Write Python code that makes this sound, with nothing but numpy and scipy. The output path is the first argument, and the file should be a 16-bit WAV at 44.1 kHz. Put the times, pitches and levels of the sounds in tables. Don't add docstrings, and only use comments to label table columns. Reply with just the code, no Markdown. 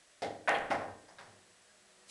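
import sys
import numpy as np
from scipy import signal
from scipy.fft import rfft, irfft
from scipy.io import wavfile

SR = 44100
rng = np.random.default_rng(int(sys.argv[2]) if len(sys.argv) > 2 else 0)


def waveform_to_disk(signal):
    frames = np.transpose(np.atleast_2d(signal))
    scaled = np.clip(frames, -1, 1) * 32767
    samples = np.round(scaled).astype(np.int16)
    wavfile.write(sys.argv[1], SR, samples)


N = 92610

# (frequency [Hz], relative level [dB])
CUE = [(35, -30), (70, -24), (95, -6.5), (140, -15.5), (280, -7), (370, -9.5), (460, -2), (720, -2),
       (810, -6.5), (1020, -22), (1400, -17), (1800, -19), (2090, -14.5), (2400, -24), (2900, -25),
       (3300, -20), (4400, -24.5), (5250, -26), (5700, -29), (11000, -40)]
CLACK = [(40, -28), (70, -40), (130, -22.5), (300, -16), (390, -14.5), (480, -5.5), (680, -3), (810, -3),
         (890, -11), (1100, -8.5), (1300, -11), (1510, -7), (1740, -8), (1860, -6.5), (2250, -14),
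         (2700, -17.5), (2870, -22), (3250, -21), (4000, -30.5), (4600, -36), (8000, -42), (11000, -40)]
POCKET = [(35, -36), (95, -7.5), (180, -15), (280, -8), (380, -10.5), (560, 0), (790, 2), (920, -10),
          (1600, -10.5), (2300, -18), (3300, -33.5), (5500, -34.5), (7500, -46), (11000, -42)]
RIM = [(60, -21.5), (260, 2), (500, -8), (1000, -1), (2000, -0.5), (3000, -14), (3900, -15), (4300, -19),
       (5200, -15.5), (5900, -19.5), (6600, -23.5), (11000, -29.5)]
RATTLE = [(200, 6), (700, 1.5), (1500, 8.5), (2300, 7.5), (3200, 2.5), (3700, -6.5), (4400, -6.5),
          (5200, -25), (10000, -21)]
KNOCK = [(60, -35), (200, -28), (380, -0.5), (600, 3), (1100, 1.5), (1900, 0.5), (2800, -10.5), (5000, -10),
         (7000, -21), (11000, -25)]
TAP = [(100, -34), (400, -8.5), (700, 1), (1300, -10.5), (1850, -7.5), (2600, -26), (4000, -33),
       (5000, -17.5), (6300, -20), (7200, -31), (11000, -38)]
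THUD = [(35, -27), (70, -32), (100, 8.5), (140, -13.5), (300, -8), (800, -6.5), (1500, -11.5), (4000, -49),
        (11000, -45)]
# (time [s], overall gain [dB], direct gain [dB], table gain [dB], echo length [x], spectrum)
HITS = [ (0.2209, -2.5, -14, 1.5, 0.86, CUE), (0.4757, 7, -19.5, 0, 1.22, CLACK),
        (0.5452, -9.5, -9, -2, 1.07, RATTLE), (0.7040, -4.5, -16.5, 3.5, 1.02, RIM),
        (0.7095, 0.96, -13, -7, 0.82, POCKET), (0.8050, -8.5, -19.5, -5.5, 0.78, POCKET),
        (0.8750, -18.5, -18, 1.5, 0.24, THUD), (1.0840, -24, -14.5, -7, 1.3, TAP),
        (1.1855, -18.5, -13.5, -3.5, 1.42, KNOCK), ]
# (frequency [Hz], relative level [dB], time to fade by 60 dB [s])
TABLE_NOTES = [(42, -21.5, 0.65), (101.3, -33.5, 0.75), (308.7, -15, 0.79), (445.6, -19, 0.43),
               (553, -16, 0.48), (692.4, -16, 0.53), (791, -11.5, 0.38), (819, -11.5, 0.47),
               (968.5, -9.5, 0.4), (1065, -16, 0.73), (1500, -14.5, 0.28), (1570, -22, 0.94),
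               (1838, -14, 0.68), (1926, -21, 0.63), (2090, -15, 0.2), (2780, -8.5, 0.21)]
# (time [s], frequency [Hz], gain [dB], time to fade by 60 dB [s])
SNAPS = [ (0.2212, 5140, -37.5, 0.0083), (0.2220, 698, -35.5, 0.22), (0.4755, 1507, -23.5, 0.061),
         (0.4874, 1858, -25, 0.069), (0.544, 4250, -41.5, 0.02), (0.5490, 3230, -33.5, 0.042),
         (0.7020, 274, -23.5, 0.039), (1.0843, 4870, -53, 0.008), (1.0935, 4950, -52, 0.013),
         (1.1855, 3860, -44, 0.0076), (1.1841, 1616, -49.5, .1), ]
# (delay [s], level against the direct sound [dB])
NEAR_ECHOES = [(.0024, 1), (.0056, 3.5), (.0093, 2.5), (.0121, -2.5), (.0146, -5.5), (.0157, 1),
               (.0185, -2.5), (.0262, 3)]
# (time [s], energy [dB])
SHARP_ECHOES = [(0.4935, -17), (0.5862, -32)]
# (frequency [Hz], relative level [dB])
SHARP_ECHO_SPECTRUM = [(500, -22), (2500, -6), (4500, 4), (7000, 5), (8200, -2), (10000, -1), (11500, -14)]
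# (frequency [Hz], time to fade by 60 dB [s])
ROOM_FADE = [(60, 1.0), (120, 0.61), (260, 0.95), (700, 0.61), (1800, 0.5), (3200, 0.5), (5500, 0.45),
             (10000, 0.51)]
# (time [s], level [dB])
RUMBLE_LEVEL = [(.85, -81), (1.0, -90), (1.15, -69), (1.3, -64), (1.42, -72.5), (1.53, -80.5), (2.1, -103)]
WHIRR_LEVEL = [(.9, -88), (1.3, -78), (1.56, -77), (1.66, -76), (1.83, -75.5), (1.92, -71.5), (2.1, -72)]
SING_LEVEL = [(1.62, -88), (1.69, -71), (1.76, -72), (1.82, -95)]
# (frequency [Hz], relative level [dB])
RUMBLE_SPECTRUM = [(30, -16), (70, -23), (100, 4), (130, -8.5), (180, -0.5), (280, -12.5), (600, -16),
                   (2000, -54)]
WHIRR_SPECTRUM = [(60, -35), (150, -6), (200, 0.5), (270, -16), (370, -12), (430, -32), (630, -10),
                  (780, -6.5), (1200, -9), (1700, -26), (2500, -18), (8000, -22)]
# (frequency [Hz], relative level [dB])
CHANNEL_NOTES = [(200, -11.5), (370, -4.5), (490, -7), (623, -4)]
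# (frequency [Hz], relative level [dB])
HISS_SPECTRUM = [(18, -46), (30, -10), (153, -12.5), (222, -9), (412, -5.5), (443, -8), (642, -1.5),
                 (864, -10), (1950, -3.5), (2100, -7.5), (7590, -10), (11000, -12), (14300, -23),
                 (22000, -120)]
RUSTLE_SPECTRUM = [(200, -12), (1500, -13), (4000, 0), (7500, -3), (11000, -6)]
# (time [s], level [dB])
RUSTLE_LEVEL = [(1.98, -94), (2.06, -76.5), (2.1, -48.5)]
# (frequency [Hz], gain [dB])
MIC_TREBLE = [(10000, 0), (10600, -3), (11300, -10), (12000, -19)]

BASS_RISE_CYCLES = 4.4


def hits():
    out, paths = np.zeros(N), near_paths()
    for start, db, direct_db, table_db, stretch, spectrum in HITS:
        response = amp(direct_db) * paths + amp(table_db) * table_ring() + room_echo(stretch)
        add(out, start, amp(db) * signal.fftconvolve(response, contact_pulse(spectrum)))
    for start, db in SHARP_ECHOES:
        add(out, start, amp(db) * contact_pulse(SHARP_ECHO_SPECTRUM))
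    return out


def contact_pulse(spectrum, size=4096):
    log_gain = np.log(amp(read(spectrum, abs(np.fft.fftfreq(size, 1 / SR)))))
    front_loaded = np.exp(np.conj(signal.hilbert(log_gain)))
    pulse = np.fft.ifft(front_loaded).real[:size // 2]
    return pulse / np.linalg.norm(pulse)


def snaps():
    out, t = np.zeros(N), np.arange(SR // 4) / SR
    for start, hz, db, fade_s in SNAPS:
        swell = 1 - np.exp(-t * hz / 1.3)
        add(out, start, amp(db - 60 * t / fade_s) * swell * np.sin(2 * np.pi * hz * t))
    return out


def table_ring(rise_s=0.013, gain_db=-12.5):
    ring, t = np.zeros(N), np.arange(N) / SR
    for hz, db, fade_s in TABLE_NOTES:
        swell = 1 - np.exp(-t / (rise_s + BASS_RISE_CYCLES / hz))
        note = np.sin(2 * np.pi * (hz * t + rng.random())) * amp(-60 * t / fade_s) * swell
        ring += amp(db + gain_db) * note / np.linalg.norm(note)
    return ring


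def near_paths(low_cut_hz=650):
    paths = np.zeros(N)
    for delay, db in NEAR_ECHOES:
        add(paths, delay, amp([db]))
    paths = signal.lfilter(*signal.butter(2, low_cut_hz, "high", fs=SR), paths)
    paths[0] += 1
    return paths


def room_echo(stretch, rise_s=0.0092, early_db=3, early_s=0.045, size=256):
    wash = rng.standard_normal(N)
    for window in (size * 8, size * 16):
        bands = signal.stft(wash, nperseg=window)[2]
        wash = signal.istft(bands / (abs(bands) + 1e-12), nperseg=window)[1][:N]
    hz, t, bands = signal.stft(unit(wash), SR, nperseg=size)
    fade_s = stretch * read(ROOM_FADE, hz)[:, None]
    shape = amp(-60 * t / fade_s + early_db * np.exp(-t / early_s))
    cycles = (t + t[1]) * np.maximum(hz, hz[1] / 2)[:, None]
    shape *= 1 - np.exp(-cycles / BASS_RISE_CYCLES)
    shape /= np.sqrt((shape ** 2).sum(1, keepdims=True) * size / 2)
    swell = 1 - np.exp(-np.arange(N) / SR / rise_s)
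    return signal.istft(bands * shape, SR, nperseg=size)[1][:N] * swell


def rolling_ball():
    whirr = noise(WHIRR_SPECTRUM) + sum(amp(db) * tone(hz, width_hz=4.4) for hz, db in CHANNEL_NOTES)
    rumble = noise(RUMBLE_SPECTRUM) * loudness(RUMBLE_LEVEL)
    sing = tone(centre_hz=1636, width_hz=10) * loudness(SING_LEVEL)
    return rumble + whirr * loudness(WHIRR_LEVEL) + sing


def background(hiss_db=-64.5, whine_db=-78.5):
    rustle = noise(RUSTLE_SPECTRUM) * loudness(RUSTLE_LEVEL)
    hiss = amp(hiss_db) * noise(HISS_SPECTRUM)
    whine = amp(whine_db) * tone(centre_hz=7870, width_hz=54)
    return hiss + whine + rustle


def noise(spectrum):
    gain = amp(read(spectrum, np.fft.rfftfreq(N, 1 / SR)))
    return unit(irfft(rfft(rng.standard_normal(N)) * gain, N))


def tone(centre_hz, width_hz):
    offset = (np.fft.rfftfreq(N, 1 / SR) - centre_hz) / width_hz
    return unit(irfft(rfft(rng.standard_normal(N)) / (1 + offset ** 2), N))


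def loudness(points):
    return amp(np.interp(np.arange(N) / SR, *np.transpose(points), left=-np.inf))


def amp(db):
    return 10 ** (np.asarray(db) / 20)


def unit(x):
    return x / np.sqrt(np.mean(x ** 2) + 1e-20)


def read(points, hz):
    row_hz, value = np.transpose(points)
    return np.interp(np.log(hz + 1), np.log(row_hz + 1), value)


def add(mix, start_s, sound):
    part = mix[max(round(start_s * SR), 0):][:len(sound)]
    part += sound[:len(part)]


def scene():
    return (hits() + snaps() + rolling_ball() + background())[None]


def record(dry, cutoff_hz=12279):
    mic_gain = amp(read(MIC_TREBLE, np.fft.rfftfreq(2 * N, 1 / SR)))
    softened = irfft(rfft(dry, 2 * N) * mic_gain)[:, :N]
    lowpass = signal.firwin(511, cutoff_hz, window=("kaiser", 9), fs=SR)
    return signal.oaconvolve(softened, lowpass[None], "same")


dry = scene()
out = record(dry)
waveform_to_disk(out)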